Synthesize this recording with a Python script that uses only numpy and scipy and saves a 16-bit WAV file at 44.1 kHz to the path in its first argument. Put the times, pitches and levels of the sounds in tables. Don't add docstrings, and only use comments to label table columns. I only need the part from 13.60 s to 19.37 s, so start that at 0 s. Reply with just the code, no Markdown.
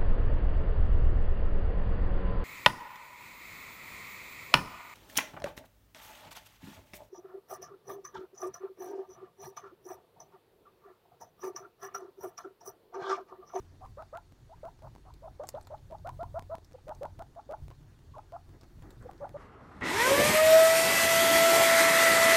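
import sys
import numpy as np
from scipy import signal
from scipy.io import wavfile
from scipy.ndimage import uniform_filter1d

SR = 44100
rng = np.random.default_rng(int(sys.argv[2]) if len(sys.argv) > 2 else 0)


def linear_from_db(decibels):
    return 10 ** (np.asarray(decibels, float) / 20)


def master_out(mix):
    frames = np.transpose(np.atleast_2d(mix))
    ceiling = np.clip(frames, -1, 1)
    pcm = np.round(ceiling * 32767).astype(np.int16)
    wavfile.write(sys.argv[1], SR, pcm)


N = 254456

# (start [s], length [s], level [dB], held pitch [Hz], flick top [Hz])
NASAL_CHIRPS = [
    (.369, 0.07, -46, 637.6, 896),
    (.525, 0.07, -44, 673, 973),
]
CLEAR_CHIRPS = [
    (2.589, 0.06, -36.5, 696, 980),
    (2.740, 0.059, -35, 674, 1020),
    (2.894, .064, -37, 658, 1040),
]
BRIGHT_CHIRPS = [
    (2.445, .060, -38.5, 699, 1033),
    (3.409, .059, -36, 586.7, 934),
    (3.888, 0.067, -37.5, 620.3, 893),
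    (5.74, 0.05, -38, 592.6, 853),
]
SUDDEN_CHIRPS = [
    (1.029, .068, -44.5, 670, 957),
    (1.794, 0.059, -41.5, 609, 822),
    (1.939, .054, -40.5, 611, 897),
]
SWELLING_CHIRPS = [
    (3.266, 0.065, -38, 618, 935),
    (3.585, .047, -42.5, 671, 806),
    (5.600, 0.063, -37.5, 569, 856),
]
DULL_CHIRPS = [(1.618, 0.073, -46, 641, 820), (2.098, 0.058, -42, 606.6, 880),
               (2.298, .063, -44, 645.7, 880), (3.758, .049, -44, 688.3, 879), (4.562, .038, -43, 610, 870),
               (4.719, .055, -41.5, 689, 835)]
HOARSE_CHIRPS = [
    (.205, .064, -50, 755, 981),
    (1.216, .070, -51.5, 657.6, 960),
    (1.448, 0.068, -56.5, 765, 1000),
]
PIP_CHIRPS = [(.891, .060, -51.5, 659, 987), (3.138, 0.023, -44.5, 503, 510), (3.179, 0.013, -58, 797, 830),
              (4.536, .042, -48, 1117, 852), (5.450, 0.023, -42, 514, 465), (5.488, 0.012, -39.5, 780, 754),
              (5.660, 0.019, -45.5, 692, 800)]
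# (flick start before the end [s], creep [share of held pitch],
# onset relative to level [dB], end relative to level [dB])
CHIRP_SHAPES = [
    (.020, .01, -1, -4),
    (.016, .02, -6.5, -5),
    (0.024, .02, -4, -1.5),
    (.023, 0.018, 3.8, -2),
    (0.024, -.02, -11.5, -1.5),
    (.020, -0.031, -9, .5),
    (0.02, -.03, -7, 0),
    (.04, 0.0066, -10, -2.5),
]
# (octave overtone [dB], rasp [dB])
CHIRP_VOICES = [
    (-5, -10),
    (-16.5, -17),
    (-15, -14),
    (-17, -13),
    (-13.5, -11.5),
    (-26.5, -10),
    (-23, -4),
    (-37, -13.5),
]
# (time [s], peak [dB], centre [Hz], t60 [s], body under the snap [dB])
STRAW_SNAPS = [(1.539, -50, 4200, 0.016, -32), (1.8363, -53, 6870, 0.032, 13),
               (1.871, -45.5, 7310, 0.13, -11), (1.8818, -48, 7650, 0.024, -7),
               (1.889, -30, 7550, 0.019, -10), (1.901, -50, 8600, 0.053, -26),
               (1.9486, -54.5, 3700, 0.094, 3), (2.0113, -50, 5030, 0.017, -2),
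               (2.071, -48, 3820, 0.043, 2), (2.61, -58, 3720, 0.036, -5),
               (3.046, -51.5, 5600, 0.091, -13.5), (3.3489, -52.5, 5710, 0.033, -18),
               (4.111, -65, 2980, 0.045, 20), (5.0106, -51.5, 4650, 0.15, -4.5),
               (5.0376, -59, 4980, 0.18, 3), (5.223, -51, 1760, 0.054, -6), (5.306, -48, 4040, 0.094, -4.5),
               (5.4246, -57.5, 7900, 0.089, 1.5)]
# (time [s], peak [dB], centre [Hz])
SHAVING_TICKS = [(2.0254, -58, 8900), (2.0308, -60, 8030), (2.0493, -58, 4450), (2.178, -62, 3320),
                 (2.3834, -60, 4270), (2.5708, -66, 3500), (5.3244, -63, 6300), (5.579, -58, 4900)]
# (frequency [Hz], width [Hz], level [dB])
STALK_MODES = [(5220, 400, -6), (7350, 700, 0), (10800, 1500, -12), (12700, 500, -7)]
# (frequency [Hz], t60 [s])
CAGE_DECAY = [(300, .12), (900, .19), (2000, .12), (8000, .07)]
# (end [s], jump at start [dB], jump at end [dB])
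BUFFER_SLIPS = [(.4237, -50, -43), (.5537, -52, -47), (.5737, -39, -37), (1.0537, -66, -42),
                (2.3137, -46, -59), (2.3237, -66, -46), (2.4737, -51, -34), (2.4937, -34, -40),
                (2.5037, -53, -48), (2.6337, -40, -41), (2.7937, -57, -31), (2.9537, -58, -33),
                (3.2837, -40, -43), (3.2937, -60, -37), (3.4337, -42, -33), (3.4537, -66, -38),
                (3.5937, -45, -37), (3.6237, -53, -39), (3.9137, -41, -42), (3.9237, -66, -39),
                (4.5837, -66, -44), (4.7237, -43, -50),
                (.2537, -52, -55), (.2637, -49, -58), (1.1937, -53, -51), (1.3837, -61, -51),
              (1.8537, -61, -51), (3.7537, -53, -53), (4.2337, -53, -66), (4.3937, -52, -61),
              (4.5537, -66, -51), (5.1937, -66, -52), (.7237, -53, -46), (1.2237, -48, -56),
              (1.3537, -43, -55), (1.3637, -46, -66), (2.8237, -41, -41), (2.9837, -52, -44),
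              (3.1137, -66, -48), (3.1237, -52, -46), (3.1337, -53, -51), (4.0837, -45, -41),
              (4.1037, -48, -42), (4.8937, -60, -48), (5.0337, -58, -44), (5.0437, -50, -53),
              (5.2237, -49, -66), (5.5137, -66, -41), (5.5337, -57, -48), (5.6937, -40, -47)]
# (frequency [Hz], level [dB])
ROOM_BOOMS = [(28, -6.5), (49, -2.5), (88, -1)]
# (time [s], effort [dB])
HAND_EFFORT = [(0.0, -47.5), (0.11, -64), (0.26, -50.5), (0.48, -55), (1.39, -55), (2.97, -49.5),
               (3.19, -61.5), (3.27, -52), (3.58, -50.5), (3.83, -60.5), (4.03, -49), (4.33, -58),
               (4.59, -52.5), (4.62, -58), (5.42, -47.5), (5.45, -50.5), (5.7, -51.5), (5.76, -54)]
# (time [s], level [dB])
MACHINE_LEVEL = [(0.0, -60), (1.59, -65), (2.95, -50.5), (3.11, -63.5), (3.53, -51), (3.75, -76),
                 (3.9, -61.5), (5.63, -60), (5.76, -71.5)]
# (frequency [Hz], level per Hz [dB])
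RUMBLE_SPECTRUM = [(15, -3), (30, -6.5), (70, -1), (110, 2.5), (145, 0.5), (175, -13), (260, -24.5),
                   (400, -46.5)]
# (start [s], dying time [s], level [dB])
SCUFF_EVENTS = [(1.8, 0.43, -73.5), (4.928, .06, -68.5), (5.0, 0.26, -78.5), (5.223, 0.18, -62),
                (5.398, 0.29, -62), (5.6, 0.39, -68.5)]
# (frequency [Hz], level per Hz [dB])
SCUFF_SPECTRUM = [(120, -21), (200, 1), (320, 5.5), (450, -6), (800, -9), (1900, -16.5), (5000, -72)]
# (frequency [Hz], level per Hz [dB])
HISS_SPECTRUM = [(300, -12), (800, -5), (1600, -2.5), (2800, -4), (4500, -3.5), (5500, -7.5), (6800, -8),
                 (8300, -11.5), (15500, -17.5)]
# (multiple of its base pitch, level [dB])
WHINE_COMB = [(5, -91), (6, -90), (7, -97), (8, -91), (9, -93)]


def evened(x):
    return x / np.sqrt(np.mean(x ** 2) + 1e-20)


def wander(x, first, second):
    return evened(uniform_filter1d(uniform_filter1d(x, size=first), size=second))


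def read(points, hz):
    f, value = np.transpose(points)
    return np.interp(np.log(hz + 1), np.log(f + 1), value)


def add(mix, s, sound):
    part = mix[round(s * SR):][:len(sound)]
    part += sound[:len(part)]


def resonate(x, hz, width):
    turn = np.exp(2j * np.pi * np.cumsum(hz * np.ones(len(x))) / SR)
    r = np.exp(-np.pi * width / SR)
    return 2 * (turn * signal.lfilter([1 - r], [1, -r], x / turn)).real


def contour(start, length, level_db, hz, top_hz, flick_s, creep, onset_db, end_db):
    attack_s, top_s, release_s = 0.003, 0.0083, 0.007
    catch_db, silent_db = -2, -22
    flick = length - min(flick_s, 0.6 * length)
    top = length - min(top_s, 0.2 * length)
    scoop_end = 0.42 * flick
    full = min(0.48 * length, flick)
    close = length - min(release_s, 0.14 * length)
    s = np.sort([0, attack_s, scoop_end, full, flick, (flick + top) / 2, top, close, length])
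    pitch = np.interp(s, [0, scoop_end, flick, top, length],
                      [0.79 * hz, hz * (1 - creep), hz * (1 + creep), top_hz, 0.94 * top_hz])
    rise = np.interp(s, [0, attack_s, full], [silent_db, onset_db, 0])
    fall = np.interp(s, [full, flick, top, close, length], [0, catch_db, end_db, end_db, silent_db])
    return np.transpose([start + s, level_db + rise + fall, pitch])


def chirp(rows, overtones):
    s, level_db, pitch = np.transpose(rows)
    octave_db, rasp_db = overtones
    t = np.arange(s[0], s[-1], 1 / SR)
    shake, shimmer, flap, air = rng.standard_normal((4, len(t)))
    rasp = min(linear_from_db(rasp_db), 1)

    glide = uniform_filter1d(np.interp(t, s, pitch), size=70, mode="nearest")
    hz = glide * (1 + 0.11 * rasp * wander(shake, 110, 60))
    turn = 2 * np.pi * np.cumsum(hz) / SR

    nose_hz, nose_width_hz = 1388, 200
    nose = 1.3 / (1 + ((2 * hz - nose_hz) / nose_width_hz) ** 2)
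    octave = linear_from_db(octave_db) * nose * (1 + 0.4 * wander(shimmer, 110, 60))
    octave = octave * (np.cos(2 * turn) + 0.2 * np.sin(3 * turn))
    thin = 1 / (1 + (hz / 900) ** 10)
    strength = 1 + 0.5 * rasp * wander(shimmer[::-1], 110, 60)
    voice = np.sqrt(2) * (strength * np.sin(turn) + thin * octave)

    uneven = evened(resonate(resonate(flap, 3 * hz / 2, 130), 3 * hz / 2, 130))
    breath = evened(resonate(resonate(air, 820, 1000), 820, 1000))
    rough = rasp * (0.9 * thin * uneven + 0.33 * breath)

    shape = linear_from_db(uniform_filter1d(np.interp(t, s, level_db), size=60))
    shape = shape * signal.windows.tukey(len(t), 0.18)
    mouth = signal.butter(4, (380, 1780), "band", fs=SR, output="sos")
    return s[0], signal.sosfiltfilt(mouth, shape * (voice + rough))


def snap(s, peak_db, hz, t60, body_db):
    t = np.arange(5000) / SR
    a, b, gate = rng.standard_normal((3, len(t)))
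    fade = linear_from_db(-60 * t / np.clip(t60, 0.005, 0.12))
    trail = 0.45 * (0.4 + (abs(gate) > 1.8)) * fade
    cracks = a * (linear_from_db(-60 * t / 0.015) + trail)
    stalk = sum(linear_from_db(db) * resonate(cracks, f, width) for f, width, db in STALK_MODES)
    hard = np.clip((peak_db + 55) / 20, 0, 1)
    soft = evened(resonate(resonate(cracks, hz, 1400), hz, 3500))
    crisp = soft + hard * (2.6 * evened(stalk) + 0.3 * evened(cracks))
    body = resonate(resonate(b * fade, 680, 940), 680, 990)
    return s, linear_from_db(peak_db) * (crisp / abs(crisp).max() + linear_from_db(body_db) * body / abs(body).max())


def cage(x):
    taps = np.zeros(SR // 4)
    at = np.arange(200, len(taps) - 20, 20)
    taps[at + rng.integers(0, 20, len(at))] = rng.choice([-1., 1.], len(at))
    hz, t, z = signal.stft(taps, SR, nperseg=256)
    t60 = np.maximum(read(CAGE_DECAY, hz), 0.01)[:, None]
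    tail = signal.istft(z * linear_from_db(-60 * t / t60), SR, nperseg=256)[1]
    return signal.fftconvolve(x, tail / np.linalg.norm(tail))[:N]


def boom(hz, db, level_db):
    drift = 1.3 * wander(rng.standard_normal(N), 6000, 6000)
    return np.sqrt(2) * linear_from_db(db + level_db) * np.sin(2 * np.pi * hz * np.arange(N) / SR + drift)


def noise(spectrum, patchy_db, size):
    hz = np.fft.rfftfreq(size, 1 / SR)
    a, b, patches = rng.standard_normal((3, len(hz), N // (size // 4) + 5))
    patches = evened(uniform_filter1d(uniform_filter1d(patches, size=8, axis=0), size=8, axis=1))
    z = (a + 1j * b) * linear_from_db(read(spectrum, hz)[:, None] + patchy_db * patches)
    return evened(signal.istft(z, nperseg=size, noverlap=size * 3 // 4)[1][:N])


def scuffing(t):
    rise_s = 0.02
    rub = linear_from_db(-73)
    for s, dying, db in SCUFF_EVENTS:
        rub = rub + linear_from_db(db) * np.interp(t - s, [0, rise_s, rise_s + dying], [0, 1, 0])
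    return linear_from_db(6.0) * rub * noise(SCUFF_SPECTRUM, patchy_db=2.1, size=512)


def electronics(t):
    base_hz = 724.2
    whine = sum(np.sqrt(2) * linear_from_db(db) * np.sin(2 * np.pi * k * base_hz * t) for k, db in WHINE_COMB)
    return whine + linear_from_db(-74.5) * noise(HISS_SPECTRUM, patchy_db=2.04, size=512)


def background():
    t = np.arange(N) / SR
    hands_db = np.interp(t, *np.transpose(HAND_EFFORT))
    machine_db = np.interp(t, *np.transpose(MACHINE_LEVEL))
    drives_db = (hands_db - 5, hands_db - 5, machine_db)
    booms = sum(boom(hz, db, drive_db) for (hz, db), drive_db in zip(ROOM_BOOMS, drives_db))
    rumble = linear_from_db(hands_db - 3) * noise(RUMBLE_SPECTRUM, patchy_db=3.0, size=2048)
    grip = linear_from_db(2.2 * wander(rng.standard_normal(N), 2500, 2500))
    return grip * (booms + rumble) + np.sqrt(grip) * scuffing(t) + electronics(t)


def scene():
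    near = np.zeros(N)
    manners = (NASAL_CHIRPS, CLEAR_CHIRPS, BRIGHT_CHIRPS, SUDDEN_CHIRPS,
               SWELLING_CHIRPS, DULL_CHIRPS, HOARSE_CHIRPS, PIP_CHIRPS)
    for rows, shape, voice in zip(manners, CHIRP_SHAPES, CHIRP_VOICES):
        for row in rows:
            add(near, *chirp(contour(*row, *shape), voice))
    for row in STRAW_SNAPS:
        add(near, *snap(*row))
    for tick in SHAVING_TICKS:
        add(near, *snap(*tick, t60=0.048, body_db=-10))
    return (near + linear_from_db(-17) * cage(near) + background())[None]


def slips():
    first_s, cycle_s, step_s, unit_s = 0.2337, 0.16, 0.01, 32 / 48000
    for s, *jumps_db in BUFFER_SLIPS:
        place = round((s - first_s) / step_s) % round(cycle_s / step_s)
        yield s, (4 - place) * unit_s, *jumps_db


def slipped(x):
    buffer_s = 4096 / 48000
    out, stale = x.copy(), np.roll(x, round(buffer_s * SR))
    gap = stale - x
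    slide = np.arange(-38, 39)
    for s, length, *jumps_db in slips():
        edges = np.round(np.array([s - length, s]) * SR).astype(int)
        jumps = linear_from_db(np.array(jumps_db))
        misfit = (abs(gap[edges[:, None] + slide]) - jumps[:, None]) ** 2
        start, end = edges + slide[misfit.argmin(1)]
        end = max(end, start + 12)
        drift = np.sign(gap[[start, end]]) * jumps - gap[[start, end]]
        out[start:end] = stale[start:end] + np.linspace(*drift, end - start)
    return out


def band_limit(x):
    return signal.sosfilt(signal.butter(12, 16430, fs=SR, output="sos"), x)


def record(dry):
    edge = signal.firwin(301, 15900, window=("kaiser", 9), fs=SR)
    mix = signal.oaconvolve(slipped(dry[0]), edge, "same")[None]
    return band_limit(mix)


dry = scene()
out = record(dry)
master_out(out)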